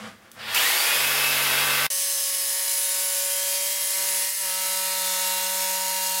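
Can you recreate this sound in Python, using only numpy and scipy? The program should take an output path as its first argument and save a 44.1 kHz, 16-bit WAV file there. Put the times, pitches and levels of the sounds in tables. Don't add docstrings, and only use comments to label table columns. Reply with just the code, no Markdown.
import sys
import numpy as np
from scipy import signal
from scipy.fft import rfft, irfft, next_fast_len
from scipy.io import wavfile

SR = 44100
rng = np.random.default_rng(int(sys.argv[2]) if len(sys.argv) > 2 else 0)


def materialize(psi):
    bounded = np.clip(np.atleast_2d(psi).T, -1, 1)
    quanta = np.round(bounded * 32767).astype(np.int16)
    wavfile.write(sys.argv[1], SR, quanta)


N = 273420

# [t/s, rate/(strokes per s)]
SAWING_SPEED = [(1.92, 185.7), (2.11, 186.1), (2.3, 184.4), (2.6, 186.4), (3.28, 186.3), (3.64, 188.4),
                (3.75, 190.7), (3.88, 187.8), (3.95, 190.1), (4.22, 186.9), (4.39, 192.6), (4.51, 185.3),
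                (4.59, 187.4), (4.89, 187.8), (5.17, 185.9), (5.43, 185.7), (5.55, 187.7), (6.18, 187.2)]
# [t/s, level/dB]
PUSH = [(1.9, -46), (2.85, -45.5), (3.55, -44.5), (3.9, -46.5), (4.0, -41.5), (4.24, -43), (4.36, -55),
        (4.44, -43.5), (4.6, -42.5), (5.3, -39), (6.2, -44)]
# [multiple of stroke rate, level at the board's edge/dB, level deep in the cut/dB]
BOARD_TONES = [(1, -28.5, -10.5), (2, -14.5, -22), (3, -0.5, 0), (4, -15, -12.5), (5.06, -11, 6.5),
               (6, -5, -15), (7.14, -17.5, -7.5), (8, -11.5, -6), (11, -4, -7), (15.1, -7, 1.5),
               (16, 0.5, -21), (19, -25, 0), (21, -9, -1), (22.8, -17, 2)]
# [multiple of stroke rate, level/dB]
BUZZ_CURVE = [(4, -21), (7, -23.5), (11, -9), (14, -16.5), (22, -11.5), (30, -12.5), (48, -17.5), (58, -9),
              (64, -14.5), (84, -30)]
# [t/s, hold/s, multiple of stroke rate, level/dB]
SINGING = [(1.88, .27, 33, -36.5), (1.9, .25, 45, -35.5), (1.9, 0.25, 30, -43), (2.07, 0.56, 28, -41.5),
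           (2.554, 1.05, 5, -49), (2.82, 0.62, 39, -40.5), (2.88, 0.52, 8, -49.5), (3.185, 0.45, 3, -41),
           (3.393, 0.43, 17, -42), (3.65, 0.72, 11, -46.5), (3.965, 0.16, 2, -57), (4.536, 0.74, 7, -45),
           (4.728, .19, 44, -40), (4.75, 0.38, 19, -45), (5.08, 0.33, 37, -41), (5.58, .49, 36, -39.5),
           (5.633, 0.88, 5, -37)]
# [t/s, level/dB]
GEAR_WHINE = [(1.9, -35.5), (2.8, -31.5), (3.5, -36), (4.15, -35), (4.6, -38.5), (6.2, -52)]
# [f/Hz, level/dB per Hz]
TOOTH_SPECTRUM = [(60, -90), (200, -43), (700, -61), (1400, -34), (2000, -11.5), (3000, -0.5), (5200, 1.5),
                  (8200, 3), (11000, 2.5), (13500, 2), (16000, -0.5)]
# [f/Hz, level/dB per Hz]
BOARD_SPECTRUM = [(40, -80), (90, -48), (186, -15.5), (290, -29.5), (380, -10.5), (450, -18), (560, -7),
                  (700, -9.5), (900, -4), (1200, -3), (1400, -6), (1800, 0), (2600, -1.5), (4500, -12.5),
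                  (9000, -43)]
# [f/Hz, level/dB per Hz]
CLATTER_SPECTRUM = [(60, -50), (130, -27), (230, -22.5), (350, -20), (500, -10), (700, -6.5), (1100, -5),
                    (1900, -3), (2700, -2.5), (3800, -5), (5000, -9), (6500, -27), (9000, -22),
                    (16000, -55)]
# [f/Hz, level/dB per Hz]
AIR_SPECTRUM = [(3000, -26), (5000, 0), (7000, 0.5), (9500, -0.5), (11800, 2.5), (14000, 0.5), (16000, -3)]
# [f/Hz, level/dB]
HOUSING = [(1100, -20), (1600, -6), (2000, 3), (2350, -5), (2600, 2.5), (2950, 5.5), (3600, -4), (4300, -4),
           (4900, 1.5), (5400, -4.5)]
# [multiple of stroke rate, level/dB]
SHAKE_TONES = [(2, -16.5), (3, -1), (5, -8), (6, -7), (11, -2.5), (13, -4), (25, 4), (28, 4), (33, 8),
               (36, 1), (45, 7.5), (52, -26), (55, 1), (56, -10), (58, -8), (59, -3), (60, 2)]
# [t/s, level/dB, low cut f/Hz]
KNOCKS = [(0.316, -31, 3500), (0.391, -49, 500), (0.547, -13, 900)]
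# [t/s, hold/s, scrape level/dB, boom level/dB]
SHOVES = [(0, 0.074, -38.5, -47.5), (0.225, 0.055, -53, -78), (0.38, 0.11, -43, -52.5)]
# [f/Hz, level/dB per Hz]
SCRAPE_SPECTRUM = [(59, -41), (100, -9), (210, -19), (383, -32), (517, -8), (571, -20), (657, -11),
                   (924, -18), (1270, -10.5), (12000, -35.5), (15600, -86), (22000, -120)]
# [f/Hz, level/dB per Hz]
RUMBLE_SPECTRUM = [(20, -14), (38, -8), (58, -1), (110, -3), (300, 1), (1000, -21)]

BREAK_S, RESUME_S = 1.868, 1.901
LAPSE = 4
TRIGGER_S, CREEP_S, FULL_POWER_S = [row[0] for row in KNOCKS]
CONTACT_S = 0.98
MOTOR_TURNS = 28 / 3
PINION_TEETH, COMMUTATOR_BARS, FAN_BLADES = 6, 24, 30
TOP_RATE, SPIN_UP_S, SPIN_UP_LAG_S = 46.9, 0.448, 0.163
SURGE_FADE_S = 0.53
RASP_DB, RASP_SAG_DB = -26, 1.2
BITE_DB, BITE_GROWTH_DB = -40, 4
BITE_FOLLOWS, BUZZ_FOLLOWS = 0.45, 0.53
SINGING_FADE_DB_PER_S = 70
SHAKE_DB, SHAKE_GROWTH_DB, SHAKE_SETTLE_S = -50.5, 7.5, 0.48
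SHOVE_RISE_DB_PER_S, SHOVE_FALL_DB_PER_S, BOOM_FALL_DB_PER_S = 313, 258, 124
QUIET_SCRAPE_DB, QUIET_AIR_DB = -66, -76
HUM_DB, HUM_FALL_DB_PER_S, HUM_HOLD_S = -58, 140, 0.24
RUMBLE_DB, RUMBLE_FALL_DB_PER_S = -57, 7
ROOM_T60_S = 0.46
CUTOFF_HZ = 15850


def sawing(t):
    rate, = in_time(SAWING_SPEED, t)
    push_db, = in_time(PUSH, t)
    depth = np.linspace(0, 1, len(t))
    swing_db = push_db - push_db.mean()
    bite_db = BITE_DB + BITE_GROWTH_DB * depth + BITE_FOLLOWS * swing_db
    buzz_db = BITE_DB + BUZZ_FOLLOWS * swing_db + 1.5
    strokes = np.cumsum(rate * (1 + 0.00064 * drift(t, 28.4))) / SR
    turns = strokes * MOTOR_TURNS
    cutting = tooth_rasp(t, strokes, depth) + board_rasp(strokes, bite_db)
    tones = board_tones(t, strokes, depth, push_db, wander_db=0.53)
    harmonics = buzz(t, strokes, depth, buzz_db, even_loss_db=2.5, wander_db=3.6)
    motor = loaded_armature(t, strokes, turns, bite_db) + loaded_gears(t, strokes, turns, depth)
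    return cutting + tones + harmonics + motor


def tooth_rasp(t, strokes, depth):
    teeth = stroke_noise(strokes, depth_db=1.5, return_db=0.5, uneven_db=1.63)
    in_room = workshop(teeth, ROOM_T60_S / LAPSE, wet_db=-2.5)
    level_db = RASP_DB - RASP_SAG_DB * depth + 0.5 * drift(t, 1.7)
    return from_db(level_db) * coloured(in_room, TOOTH_SPECTRUM)


def board_rasp(strokes, bite_db):
    friction = stroke_noise(strokes + 1 / 4, depth_db=2.0, return_db=-0.5, uneven_db=1.5)
    return from_db(bite_db - 6.0) * coloured(friction, BOARD_SPECTRUM)


def board_tones(t, strokes, depth, push_db, wander_db):
    out = np.zeros(len(t))
    for k, edge_db, deep_db in BOARD_TONES:
        balance_db = edge_db + (deep_db - edge_db) * depth
        gain = from_db(push_db + balance_db + wander_db * np.sqrt(k) * drift(t, 1.45))
        tone = whine(t, strokes + rng.random(), round(k), 0, flutter=0.04 * np.sqrt(k), flutter_hz=11)
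        out += np.hypot(gain, singing(t, round(k))) * tone
    return out


def buzz(t, strokes, depth, level_db, even_loss_db, wander_db):
    out = np.zeros(len(t))
    for k in np.setdiff1d(np.arange(1, 85), [round(row[0]) for row in BOARD_TONES]):
        even_db = even_loss_db * depth * (k % 2 - 1.0)
        gain = from_db(level_db + on_log(BUZZ_CURVE, k) + even_db + wander_db * drift(t, 2.26))
        tone = whine(t, strokes + rng.random(), k, 0, flutter=0.046 * np.sqrt(k), flutter_hz=10)
        out += np.hypot(gain, singing(t, k)) * tone
    return out


def singing(t, k):
    return sum(from_db(db) * held(t, s, length, SINGING_FADE_DB_PER_S, SINGING_FADE_DB_PER_S)
               for s, length, multiple, db in SINGING if round(multiple) == k)


def loaded_armature(t, strokes, turns, bite_db):
    shaft = whine(t, turns, 0.99, -50, flutter=0.16, flutter_hz=40)
    octave = whine(t, turns, 2, -66, flutter=0.25, flutter_hz=18)
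    upper = whine(t, turns + strokes, 1, bite_db - 15, flutter=0.22)
    lower = whine(t, turns - strokes, 1, bite_db - 21.0, flutter=0.33)
    return shaft + octave + upper + lower


def loaded_gears(t, strokes, turns, depth):
    level_db, = in_time(GEAR_WHINE, t)
    unsteady_db = 4 * depth * drift(t, 10)
    mesh = whine(t, turns, PINION_TEETH, level_db + unsteady_db, flutter=0.55, flutter_hz=25)
    return mesh * (1 + 0.54 * np.cos(4 * np.pi * strokes))


def starting(t):
    rate = spin_up(t)
    speed_db = 20 * np.log10(rate / TOP_RATE)
    strokes = np.cumsum(rate) / SR
    turns = strokes * MOTOR_TURNS
    airflow = powered(t, creep_db=-61, swell_db=29.5, run_db=-27.5, surge_db=3.5)
    motor = gliding_gears(t, rate, turns) + whistles(t, turns, speed_db, airflow)
    rattling = shoe_scrape(t) + plunger_clatter(t, strokes) + knocks(t, t60=0.011)
    airborne = rattling + cooling_air(t, airflow) + motor
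    armature = whine(t, turns, 0.99, -48.0 + 2.0 * speed_db, flutter=0.6)
    return board_shake(t, strokes) + armature + workshop(airborne, ROOM_T60_S, wet_db=-5.0)


def spin_up(t):
    free = TOP_RATE * (1 - np.exp(-(t - SPIN_UP_S) / SPIN_UP_LAG_S))
    return np.maximum(free, 3) - np.interp(t, [1.35, 1.87], [0, 0.5])


def powered(t, creep_db, swell_db, run_db, surge_db):
    creeping = creep_db + swell_db * (t - CREEP_S) / (FULL_POWER_S - CREEP_S)
    running = run_db + surge_db * np.exp(-(t - FULL_POWER_S) / SURGE_FADE_S)
    return (t >= CREEP_S) * from_db(np.where(t < FULL_POWER_S, creeping, running))


def plunger_clatter(t, strokes):
    rattle = stroke_noise(strokes, depth_db=0.0, return_db=0.0, uneven_db=1.2)
    gain = powered(t, creep_db=-38, swell_db=12, run_db=-25.5, surge_db=1.5)
    return gain * coloured(rattle, CLATTER_SPECTRUM)


def cooling_air(t, airflow):
    trigger_ring = from_db(-53) * held(t, TRIGGER_S, 0, 5000, 200)
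    return (airflow + trigger_ring + from_db(QUIET_AIR_DB)) * coloured(noise(t), AIR_SPECTRUM)


def gliding_gears(t, rate, turns):
    mesh_hz = rate * MOTOR_TURNS * PINION_TEETH
    mesh_db = on_log(HOUSING, mesh_hz) + 3 * drift(t, 7.3)
    mesh = whine(t, turns, PINION_TEETH, mesh_db, flutter=0.56)
    overtone_db = on_log(HOUSING, 2 * mesh_hz) + 3 * drift(t, 12)
    overtone = whine(t, turns, 2 * PINION_TEETH, overtone_db, flutter=2.5)
    mesh_gain = powered(t, creep_db=-75, swell_db=28, run_db=-38, surge_db=10.5)
    overtone_gain = powered(t, creep_db=-78, swell_db=26, run_db=-40.5, surge_db=11)
    return mesh_gain * mesh + overtone_gain * overtone


def whistles(t, turns, speed_db, airflow):
    commutator = whine(t, turns, COMMUTATOR_BARS, 1.7 * speed_db - 9.0, flutter=1.7)
    fan = whine(t, turns, FAN_BLADES, 1.9 * speed_db - 10.0, flutter=1.8)
    return airflow * (commutator + fan)


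def board_shake(t, strokes):
    entered = 1 - np.exp(-np.maximum(t - CONTACT_S, 0) / SHAKE_SETTLE_S)
    shake = from_db(SHAKE_DB + SHAKE_GROWTH_DB * entered) * held(t, CONTACT_S, 0, 200, 0)
    tones = sum(whine(t, strokes, round(k), db, flutter=0.078 * np.sqrt(k), flutter_hz=11.0)
                for k, db in SHAKE_TONES)
    return shake * tones


def knocks(t, t60):
    out = np.zeros(len(t))
    for s, level_db, low_hz in KNOCKS:
        decay_db = -60 * np.clip(t - s, 0, 1) / t60
        crack = noise(t) * (t >= s) * from_db(level_db + decay_db)
        out += signal.sosfilt(signal.butter(2, low_hz, "high", fs=SR, output="sos"), crack)
    return out


def shoe_scrape(t):
    shoving = sum(from_db(db) * held(t, s, length, SHOVE_RISE_DB_PER_S, SHOVE_FALL_DB_PER_S)
                  for s, length, db, _ in SHOVES)
    return np.hypot(shoving, from_db(QUIET_SCRAPE_DB)) * coloured(noise(t), SCRAPE_SPECTRUM)


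def board_boom(t):
    booming = sum(from_db(db) * held(t, s, length, SHOVE_RISE_DB_PER_S, BOOM_FALL_DB_PER_S)
                  for s, length, _, db in SHOVES)
    return booming * resonance(resonance(noise(t), 210, 30), 207, 45)


def mains_hum(t):
    return from_db(HUM_DB) * held(t, CREEP_S, HUM_HOLD_S, 480, HUM_FALL_DB_PER_S) * whine(t, t, 100, 0, flutter=0.3)


def handling_rumble(t):
    return from_db(RUMBLE_DB - RUMBLE_FALL_DB_PER_S * t) * coloured(noise(t), RUMBLE_SPECTRUM)


def workshop(x, t60, wet_db):
    age = np.arange(SR // 2) / SR
    tail = rms_one(noise(age) * from_db(-60 * age / t60)) / np.sqrt(len(age))
    response = from_db(wet_db) * tail
    response[0] = 1
    return signal.fftconvolve(x, response / np.linalg.norm(response))[:len(x)]


def stroke_noise(strokes, depth_db, return_db, uneven_db):
    half = (2 * strokes).astype(int)
    strength_db = uneven_db * rng.standard_normal(N // 10)[half] + return_db * (half % 2)
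    swell_db = -depth_db * np.cos(4 * np.pi * strokes)
    return noise(strokes) * from_db(strength_db + swell_db)


def whine(t, turns, multiple, level_db, flutter, flutter_hz=70):
    phase = 2 * np.pi * multiple * turns + flutter * drift(t, flutter_hz)
    return np.sqrt(2) * from_db(level_db) * np.sin(phase)


def held(t, start, length, rise_db_per_s, fall_db_per_s):
    rise_db = -rise_db_per_s * np.maximum(start - t, 0)
    fall_db = -fall_db_per_s * np.maximum(t - start - length, 0)
    return from_db(rise_db + fall_db)


def drift(t, rate):
    r = np.exp(-80 * np.pi * rate / SR)
    draws = rng.standard_normal(len(t) // 40 + 2002)
    slow = signal.lfilter([1], [1, -2 * r, r * r], draws)[2000:]
    return np.interp(np.arange(len(t)) / 40, np.arange(len(slow)), rms_one(slow))


def coloured(x, spectrum):
    size = next_fast_len(len(x) + SR // 10)
    gain = from_db(on_log(spectrum, np.fft.rfftfreq(size, 1 / SR)))
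    return rms_one(irfft(rfft(x, size) * gain, size)[:len(x)])


def resonance(x, hz, width_hz):
    r = np.exp(-np.pi * width_hz / SR)
    poles = [1, -2 * r * np.cos(2 * np.pi * hz / SR), r * r]
    return rms_one(signal.lfilter([1, 0, -1], poles, x))


def noise(t):
    return rng.standard_normal(len(t))


def from_db(db):
    return 10 ** (np.asarray(db) / 20)


def rms_one(x):
    return x / np.sqrt(np.mean(np.abs(x) ** 2) + 1e-20)


def in_time(rows, t):
    s, *columns = np.transpose(rows)
    return [np.interp(t, s, c) for c in columns]


def on_log(points, at):
    x, level_db = np.transpose(points)
    return np.interp(np.log(at + 1e-3), np.log(x), level_db)


def scene():
    t = np.arange(N) / SR
    early, late = t[t < RESUME_S], t[t >= RESUME_S]
    fade_out = from_db(np.interp(early - BREAK_S, [-0.002, 0.001, 0.012, 0.02], [0, -16, -24, -42]))
    fade_in = np.clip((late - RESUME_S) / 0.002, 0, 1)
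    low_sounds = mains_hum(early) + board_boom(early) + handling_rumble(early)
    sound = np.concatenate([fade_out * (starting(early) + low_sounds), fade_in * sawing(late)])
    return np.array([sound, sound])


def record(dry):
    return signal.sosfilt(signal.ellip(12, 0.1, 80, CUTOFF_HZ, fs=SR, output="sos"), dry)


dry = scene()
out = record(dry)
materialize(out)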